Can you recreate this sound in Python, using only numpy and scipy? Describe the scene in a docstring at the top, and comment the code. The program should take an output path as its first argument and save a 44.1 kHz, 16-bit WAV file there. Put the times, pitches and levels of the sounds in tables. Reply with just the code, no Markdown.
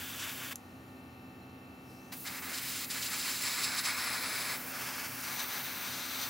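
"""A bright hiss and rush of air, close to a stereo microphone pair: an airbrush paints a small plastic
part in a spray booth, in two spells, with the extractor fan droning behind. The free jet hisses;
where it strikes the part it rushes lower, coloured by the rim, arch or arm that it meets, and swells
at each edge. The trigger clicks as it springs back after the first spell, and a faint leak hisses
until a spit of paint opens the second."""
import sys
import numpy as np
from scipy import signal
from scipy.fft import rfft, irfft
from scipy.io import wavfile
from scipy.ndimage import map_coordinates

SR = 44100
rng = np.random.default_rng(int(sys.argv[2]) if len(sys.argv) > 2 else 0)


def file_out(sig):
    """Save sig as 16-bit WAV at sys.argv[1]."""
    # one column per channel
    cols = np.atleast_2d(sig).T
    # limit, then scale
    lim = np.clip(cols, -1, 1)
    pcm = np.round(lim * 32767).astype(np.int16)
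    wavfile.write(sys.argv[1], SR, pcm)


N = 277389
TIME = np.arange(N) / SR
FREQS = np.maximum(np.arange(N // 2 + 1) * SR / N, 1)

MOTOR_TURNS_HZ = 63.14
# strong overtones of the fan motor [multiple of the turning rate, level/dB]
MOTOR_ORDERS = [(1, -74.5), (2, -66.5), (3, -64), (4, -68.5), (5, -72), (6, -69), (9, -71), (11, -74.5),
                (12, -67.5), (13, -72.5), (14, -71), (15, -75.5), (18, -73), (19, -70), (20, -75),
                (21, -72.5), (22, -77), (23, -73.5), (25, -77.5), (29, -78), (33, -76), (36, -76),
                (37, -77), (38, -80), (43, -79), (45, -79.5), (49, -78), (50, -84), (65, -78.5), (72, -81)]
# the two spells of the air valve [opens t/s, shuts t/s]
SPELLS = [(-0.1, 0.534), (2.121, 6.4)]
# the hand sweeps the jet full onto the face of the part [t/s, length/s, swell/dB]
FACE_PASSES = [(0.243, 0.056, 6), (0.295, .03, 5), (0.435, 0.065, 3.5), (0.522, 0.018, 6),
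               (2.965, 0.066, 3.5), (3.14, 0.055, 6), (3.285, 0.075, 6.5), (3.46, 0.077, 6.5),
               (3.59, 0.1, 4), (3.745, 0.068, 4), (3.885, 0.05, 5.5), (4.08, 0.036, 2), (4.52, 0.06, 3.5),
               (4.735, 0.07, 3), (4.88, 0.05, 1.5), (5.02, 0.085, 2), (5.31, 0.091, 3.5),
               (5.41, 0.084, 3.5), (5.555, 0.085, 4), (6.21, 0.074, 3)]
# spectrum of air on the part's flat arm, and of the spit [f/Hz, level/dB]
ARM_SPECTRUM = [(400, -12), (750, -4.5), (1150, -1), (1520, 2), (1850, -1.5), (2300, 0), (3050, -5),
                (3950, -1.5), (5300, -6), (6300, -6), (7300, -10), (8300, -10), (9000, -11.5), (12500, -11)]


def from_db(db):
    return 10 ** (np.asarray(db) / 20)


def rms_one(x):
    return x / np.sqrt(np.mean(x ** 2) + 1e-20)


def in_time(rows):
    """Each column of a curve at every sample."""
    times, *columns = np.transpose(rows)
    return [np.interp(TIME, times, column) for column in columns]


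def during(span, ramp_s):
    """1 inside the span (from t/s, to t/s), with soft ends."""
    return np.clip(np.minimum(TIME - span[0], span[1] - TIME) / ramp_s + .5, 0, 1)


def swells(events, order=2):
    """A bell of dB per event, half as high at the ends of its length; higher orders flatten the top."""
    return sum(db * .5 ** (np.abs(2 * (TIME - t) / length) ** order) for t, length, db in events)


def drift(rate_hz):
    """A smooth random wander, rms 1."""
    knots = rng.standard_normal(int(N / SR * rate_hz * 2) + 2)
    return rms_one(np.interp(TIME * rate_hz * 2, np.arange(len(knots)), knots))


def colour(points):
    """Gain at every frequency from a short spectrum, falling away past its ends."""
    hz, db = np.transpose(points)
    ends = np.minimum(1, np.minimum(FREQS / hz[0], hz[-1] / FREQS)) ** 2
    return ends * from_db(np.interp(np.log(FREQS), np.log(hz), db))


def resonances(modes, order=2):
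    """Gain at every frequency of resonances summed in power; higher orders give flatter tops."""
    gains = (from_db(db) / (1 + 2 * ((FREQS - hz) / width) ** order) for hz, width, db in modes)
    return np.sqrt(sum(gain ** 2 for gain in gains))


def noise(gain):
    """Turbulence of the given colour, rms 1."""
    return rms_one(irfft(rfft(rng.standard_normal(N)) * gain, N))


def swept(x, rows, width_hz):
    """Lifts or cuts one moving band."""
    hz, db = in_time(rows)
    carrier = np.exp(2j * np.pi * np.cumsum(hz) / SR)
    baseband = signal.filtfilt(*signal.butter(2, width_hz, fs=SR), x / carrier)
    band = 2 * np.real(carrier * baseband)
    return x + (from_db(db) - 1) * band


def widened(mid, side, width):
    """Left and right from a shared sound and an unrelated one, coloured by the width spectrum."""
    side = irfft(rfft(side) * colour(width), N)
    return np.array([mid + side, mid - side])


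def wall_echoes(x, t60_s):
    """The booth's walls return a dense, dying scatter with about the power of the sound."""
    age = TIME[:SR // 3]
    echoes = rng.standard_normal(len(age)) * from_db(-60 * age / t60_s) * (age > .001)
    return signal.fftconvolve(x, echoes / np.linalg.norm(echoes))[:N]


def rumble(hz=89, width_hz=16, start_db=-60.5, fall_db_per_s=2):
    """A low rumble under the fan, slowly fading."""
    return from_db(start_db - fall_db_per_s * TIME) * noise(resonances([(hz, width_hz, 0)], order=4))


def motor_whine(order_limit=72, uneven_db=3.5, speed_wander=0.00051):
    """Every turn of the motor repeats one rough pattern: faint overtones between the strong ones."""
    turns = np.cumsum(MOTOR_TURNS_HZ * (1 + speed_wander * drift(1.8))) / SR
    orders = np.setdiff1d(np.arange(1, order_limit), [multiple for multiple, db in MOTOR_ORDERS])
    strength = from_db(uneven_db * rng.standard_normal(len(orders))) / np.sqrt(orders)
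    angle = np.linspace(0, 1, 4096)
    cycles = np.outer(orders, angle) + rng.random((len(orders), 1))
    one_turn = strength @ np.sin(2 * np.pi * cycles)
    return rms_one(np.interp(turns % 1, angle, one_turn))


def fan_hum(trim_db=-1, waver_db=0.5, wander_rad=0.17, whistle_hz=2653):
    """The fan's hum, its motor's strong overtones and a thin whistle, each wavering a little."""
    # steady hum tones [f/Hz, level/dB]
    hum_tones = [(129.0, -64), (199.5, -67.5), (238.4, -60), (262.5, -56.5), (325.3, -66.5), (838, -75),
                 (1112, -72.5)]
    # the whistle grows [t/s, level/dB]
    whistle = [(0.6, -74), (0.88, -74), (0.98, -67), (1.6, -67.5), (2.1, -64.5)]
    overtones = [(multiple * MOTOR_TURNS_HZ, db) for multiple, db in MOTOR_ORDERS]
    hum = 0
    for hz, db in [*hum_tones, *overtones, (whistle_hz, in_time(whistle)[0])]:
        level = from_db(db + trim_db + waver_db * drift(4))
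        phase = 2 * np.pi * (hz * TIME + rng.random()) + wander_rad * drift(3.0)
        hum += level * np.sin(phase)
    return np.sqrt(2) * hum


def extractor_fan(drone_db=-65, air_db=-56.5, duct_db=-61.5, whine_db=-72.5):
    """Behind the spray the motor hums, the booth's panels drone and air is drawn down the duct."""
    # panel resonances [f/Hz, width/Hz, level/dB]
    panel_modes = [(98, 19, 1), (132, 10, -1)]
    # air drawn through the fan [f/Hz, level/dB]
    air_spectrum = [(25, -44), (45, -21), (84, -16), (160, -6.5), (263, -11), (320, -10.5), (490, -12.7),
                    (734, -18.5), (1230, -24), (1940, -30.5), (2700, -31.5), (3340, -33), (6800, -38),
                    (8300, -43), (9500, -41), (10800, -34.5), (16000, -36.5)]
    # duct resonances [f/Hz, width/Hz, level/dB]
    duct_modes = [(269, 28, -1), (770, 120, -12.5), (1810, 65, -12.5), (2620, 95, -15), (4100, 60, -20),
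                  (5500, 430, -28.5), (7040, 110, -27)]
    hum = fan_hum()
    drone = from_db(drone_db) * noise(resonances(panel_modes))
    air = from_db(air_db) * noise(colour(air_spectrum))
    duct = from_db(duct_db) * noise(resonances(duct_modes))
    return hum + from_db(whine_db) * motor_whine() + drone + air + duct


def leak():
    """Air leaks past the shut valve; it grows and swishes as the airbrush is brought back to the part."""
    # strength of the leak [t/s, level/dB]
    levels = [(0.58, -69), (1.0, -74), (1.35, -83), (1.76, -79), (1.9, -64.5), (2.12, -65)]
    # its spectrum [f/Hz, level/dB]
    spectrum = [(4500, -1), (15000, 0)]
    # its moving resonance [t/s, f/Hz, gain/dB]
    swish = [(1.8, 6300, 4), (1.89, 5450, 9), (1.98, 5300, 9), (2.05, 6050, 8)]
    hiss = rms_one(swept(noise(colour(spectrum)), swish, width_hz=520))
    valve_shut = during((SPELLS[0][1], SPELLS[1][0]), ramp_s=0.022)
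    return from_db(in_time(levels)[0]) * valve_shut * hiss


def spill(peak_s=4.45, length_s=1.3, rest_db=-82, swell_db=25.2, hz=606, width_hz=250):
    """Air that misses the part lands on the cardboard below with a dull rush."""
    level_db = rest_db + swells([(peak_s, length_s, swell_db)], order=4)
    return from_db(level_db) * noise(resonances([(hz, width_hz, 0)], order=4))


def spit(level_db=-43.5, hold_s=0.015, fall_db_per_s=548):
    """Paint left on the needle is blown off in one short burst as the valve reopens."""
    fall_db = fall_db_per_s * np.clip(TIME - SPELLS[1][0] - hold_s, 0, 1)
    return from_db(level_db - fall_db) * during(SPELLS[1], ramp_s=0.0082) * noise(colour(ARM_SPECTRUM))


def trigger(at_s=0.5573, gain_db=-25, crack_db=-1.5, crack_t60_s=0.002,
            rattle_db=-23, rattle_t60_s=0.031):
    """The sprung lever hits its stop with a dry crack; its spring rattles and the steel body rings."""
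    # modes of the steel body [f/Hz, level/dB, t60/s]
    body_modes = [(4100, -14, .004), (6500, -6, 0.0066), (7330, -13.5, 0.034), (9500, -8, .003),
                  (12700, -11, 0.012)]
    age = np.maximum(TIME - at_s, 0)
    ring = sum(from_db(db - 60 * age / t60) * np.sin(2 * np.pi * hz * age) for hz, db, t60 in body_modes)
    crack = from_db(crack_db - 60 * age / crack_t60_s)
    rattle = from_db(rattle_db - 60 * age / rattle_t60_s)
    contact = rng.standard_normal(N) * (age > 0) * (crack + rattle)
    treble_band = signal.butter(2, [4600, 14000], "band", fs=SR, output="sos")
    return from_db(gain_db) * signal.sosfilt(treble_band, ring + contact + 1e-18)


def hand_aim(miss_rush_share=0.55, face_sizzle_share=0.67):
    """The dB that the aim adds to rush and to sizzle: faces mostly rush, edges sizzle, misses dip."""
    # an edge splits the jet [t/s, length/s, swell/dB]
    edges = [(0.21, 0.058, 4.5), (2.275, 0.021, 6), (2.375, .025, 3.5), (2.55, 0.029, 5.5),
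             (2.585, 0.019, 7), (2.847, 0.013, 2), (2.912, 0.021, 6.5), (3.029, 0.022, 8),
             (3.064, 0.025, 4.5), (3.2, 0.024, 4.5), (3.645, 0.023, 7.5), (3.79, 0.029, 5.5),
             (3.858, 0.028, 4), (4.42, 0.04, 1), (5.4, 0.017, 5.5), (6.23, 0.068, 4)]
    # the jet slips past the part [t/s, length/s, loss/dB]
    misses = [(2.409, 0.02, 12), (2.877, 0.038, 17), (3.822, 0.036, 3), (3.945, 0.054, 3), (4.2, 0.05, 1),
              (4.65, 0.19, 4.5), (5.115, 0.1, 4.5), (5.46, 0.066, 2)]
    face, edge, miss = swells(FACE_PASSES), swells(edges), swells(misses, order=4)
    return face - miss_rush_share * miss, face_sizzle_share * face + edge - miss


def impact(turbulence, rows, aim_db, rush_db, sizzle_db, tremor_db, tremor_rush_share=0.77, edge_hz=2650):
    """Air breaks on the part: large eddies rush, small ones sizzle and follow the hand's tremor more."""
    level_db, bright_db = in_time(rows)
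    low = irfft(rfft(turbulence) / (1 + (FREQS / edge_hz) ** 16), N)
    tremor = tremor_db * drift(25)
    rush = rms_one(low) * from_db(level_db + rush_db + aim_db[0] + tremor_rush_share * tremor)
    sizzle = rms_one(turbulence - low) * from_db(level_db + bright_db + sizzle_db + aim_db[1] + tremor)
    return rush + sizzle


def arch_turbulence(wander=0.008):
    """The hollow rings in the air, higher and clearer as the nozzle enters, wavering with the hand."""
    # resonances of the hollow [f/Hz, width/Hz, level/dB]
    modes = [(770, 220, -9.5), (1220, 400, -1.5), (1630, 430, -0.5), (2260, 400, 1), (3670, 530, -6.5),
             (4270, 630, -0.8), (5160, 460, 0), (6340, 450, -8)]
    # broad rush beneath them [f/Hz, level/dB]
    bed = [(400, -13), (800, -15.5), (1250, -10), (2000, -1.5), (2700, -4), (3500, -9.5), (5000, -9),
           (6800, -9), (9000, -10), (11500, -12.5), (14000, -27)]
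    # the nozzle moves in [t/s, pitch ratio, ringing over the bed/dB]
    depth = [(2.25, 0.96, 0.5), (2.8, 0.97, -2.5), (3.05, 0.975, -1.5), (3.55, 1, 2.5), (3.9, 0.992, 5.5),
             (4.55, 0.99, 3.5)]
    # two treble resonances that glide up [t/s, f/Hz, gain/dB]
    lower_peak = [(2.85, 7540, 4), (3.85, 7720, 8), (4.1, 7660, 6.5)]
    upper_peak = [(2.9, 9700, 1.5), (3.65, 10200, 5), (4.05, 10450, 10)]
    pitch, ringing_db = in_time(depth)
    position = np.cumsum(pitch * (1 + wander * drift(4)))
    ringing = map_coordinates(noise(resonances(modes, order=4)), [position], order=3, mode="wrap")
    share = from_db(ringing_db)
    hollow = (share * ringing + noise(colour(bed))) / np.hypot(1, share)
    return swept(swept(hollow, lower_peak, width_hz=520), upper_peak, width_hz=440)


def arm_turbulence():
    """Air on the flat arm: a hollow rush with one moving resonance and one moving gap."""
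    # the echo off the arm cancels a band that sinks as the nozzle travels [t/s, f/Hz, gain/dB]
    notch = [(4.58, 3840, -1), (4.8, 3870, -7.5), (5.2, 3750, -9), (5.45, 3230, -0.5), (6.29, 2880, -1)]
    # the arm's resonance jumps up as the jet reaches its flat stretch [t/s, f/Hz, gain/dB]
    peak = [(4.58, 5270, 4.5), (5.0, 5250, 4), (5.4, 6100, 3), (6.29, 6000, 4)]
    hollow = swept(noise(colour(ARM_SPECTRUM)), notch, width_hz=430)
    return swept(hollow, peak, width_hz=240)


def with_arch_echo(x, low_hz=6800, high_hz=14200):
    """The small curved wall reflects only short waves; they return a fraction of a millisecond late."""
    # the echo's comb slides up as the nozzle nears [t/s, tooth spacing/Hz, echo share 0-1]
    comb = [(2.65, 2370, 0), (2.9, 2400, 0.3), (3.4, 2400, 0.38), (3.85, 2570, 0.26), (4.5, 2600, 0.1),
            (4.65, 2620, 0)]
    spacing_hz, share = in_time(comb)
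    treble = signal.sosfiltfilt(signal.butter(4, [low_hz, high_hz], "band", fs=SR, output="sos"), x)
    echo = map_coordinates(treble, [np.arange(N) - SR / spacing_hz], order=5)
    return x - treble + (treble + share * echo) / np.hypot(1, share)


def spray_on_part(arch_span_s=(2.25, 4.57), arm_span_s=(4.57, 6.4)):
    """The jet works on the rim in the first spell, then plays into the arch and travels down the arm."""
    # air breaking on the rim [f/Hz, level/dB]
    rim_spectrum = [(350, -28), (600, -9.5), (760, -8.5), (1020, -7.5), (1110, -2.5), (1200, -5), (1500, 1),
                    (1920, -3), (3480, 2), (3950, -6.5), (7930, -5.5), (9700, -20), (10600, -7),
                    (12000, -11), (15600, -38), (22000, -120)]
    # the nozzle nears and leaves each shape [t/s, level/dB, extra sizzle/dB]
    on_rim = [(0.0, -48, 1.5), (0.53, -48.5, 0)]
    on_arch = [(2.25, -46, -1.5), (2.52, -44.5, -2), (2.72, -48, 7), (3.0, -46.5, 3.5), (3.4, -46.5, 7),
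               (3.7, -43, 2.5), (4.0, -39.5, 0.5), (4.56, -41.5, 0.5)]
    on_arm = [(4.58, -44, -1.5), (4.85, -43, 1), (5.25, -45, 2), (5.8, -43.5, 0), (5.95, -44, 3.5),
              (6.29, -45, 1.5)]
    aim_db = hand_aim()
    rim = impact(noise(colour(rim_spectrum)), on_rim, aim_db, rush_db=-1, sizzle_db=-0.5, tremor_db=0.5)
    arch = impact(arch_turbulence(), on_arch, aim_db, rush_db=-0.22, sizzle_db=-0.07, tremor_db=0.75)
    arm = impact(arm_turbulence(), on_arm, aim_db, rush_db=-1.5, sizzle_db=-1.2, tremor_db=0.95)
    return (rim * during(SPELLS[0], ramp_s=0.0042)
            + arch * during(arch_span_s, ramp_s=0.027)
            + arm * during(arm_span_s, ramp_s=0.013))


def free_jet(first_flow_db=-50, trim_db=4.0, flutter_db=1.2, pass_share=0.16, turned_span_s=(5.35, 6.6)):
    """The finest eddies leave the open nozzle as a bright hiss; the part throws a little of it back."""
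    # flow in the second spell [t/s, level/dB]
    flow = [(2.13, -50.5), (2.83, -46), (2.86, -49.5), (3.01, -46.5), (4.31, -48.5), (4.41, -45),
            (4.67, -48.5), (4.83, -48), (4.89, -50), (5.57, -46), (6.07, -49.5), (6.28, -45.5)]
    # the hiss before and after the airbrush turns to the far end of the arm [f/Hz, level/dB]
    spectrum = [(1000, -22), (4000, -7), (6000, -8), (6900, -6), (7900, -6), (9200, -4), (11200, -0.5),
                (13600, 0), (14100, 2.5), (14800, 3), (15650, 6.5), (16100, 0)]
    turned_spectrum = [(1000, -27), (4000, -10), (7000, -20), (10500, -2), (11300, -5), (12000, 4.5),
                       (13500, -1), (14750, 10), (15500, 5), (16000, 3)]
    flow_db = np.where(TIME < SPELLS[1][0], first_flow_db, in_time(flow)[0])
    level_db = flow_db + trim_db + pass_share * swells(FACE_PASSES) + flutter_db * drift(32)
    valve = sum(during(span, ramp_s=0.0097) for span in SPELLS) ** 2
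    turned = during(turned_span_s, ramp_s=0.089)
    hiss = np.sqrt(1 - turned) * noise(colour(spectrum))
    hiss += np.sqrt(turned) * noise(colour(turned_spectrum))
    return valve * from_db(level_db) * hiss


def hand_shaded(stereo):
    """The hand moves and shades one side of the pair, tipping a few bands mostly to the left."""
    # balance at full band weight [t/s, left minus right/dB]
    balance = [(0, 3), (3.85, -2), (4.1, 4), (4.75, 0.5), (5.08, 2.5), (5.3, 7.5), (6.29, 8.5)]
    # the shaded bands [f/Hz, width/Hz, weight/dB]
    shaded_bands = [(1120, 380, -6), (2230, 300, -2), (3700, 590, -1)]
    bands = irfft(rfft(stereo) * resonances(shaded_bands, order=4), N)
    gains = from_db(np.array([[.5], [-.5]]) * in_time(balance)[0])
    return stereo + bands * (gains - 1)


def scene(booth_db=-15):
    """At the booth: the airbrush close to the microphones, the walls around it and the fan behind."""
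    # stereo width of each source [f/Hz, side gain/dB]
    spray_width = [(300, -11), (900, -13.5), (1500, -20), (3800, -22.5), (4700, -73), (16000, -45)]
    fan_width = [(60, -33), (110, -22), (200, -16.5), (380, -16.5), (700, -8), (1290, -1), (2900, -2.5),
                 (4400, -7), (5200, -32), (16000, -42)]
    direct = with_arch_echo(free_jet() + spray_on_part()) + spill() + spit() + leak() + trigger()
    near = direct + from_db(booth_db) * wall_echoes(direct, t60_s=0.11)
    airbrush = widened(near, wall_echoes(direct, t60_s=0.17), spray_width)
    fan = widened(extractor_fan(), extractor_fan(), fan_width)
    return hand_shaded(airbrush) + fan + rumble()


def record(dry, low_cut_hz=45, high_cut_hz=15780):
    """The treble is slightly out of phase between left and right; deepest bass and top are cut."""
    # left-right phase in the treble [f/Hz, left lead/rad]
    treble_phase = [(5900, 0), (6600, 0.56), (7400, 0.72), (8500, 0.45), (10000, 0.27), (11000, -0.027),
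                    (14300, 0.065), (15400, -0.86)]
    lead = np.interp(FREQS, *np.transpose(treble_phase))
    skewed = irfft(rfft(dry) * np.exp(1j * np.array([[.5], [-.5]]) * lead), N)
    low_cut = signal.sosfilt(signal.butter(2, low_cut_hz, "high", fs=SR, output="sos"), skewed)
    return signal.sosfilt(signal.ellip(12, .2, 80, high_cut_hz, fs=SR, output="sos"), low_cut)


dry = scene()
out = record(dry)
file_out(out)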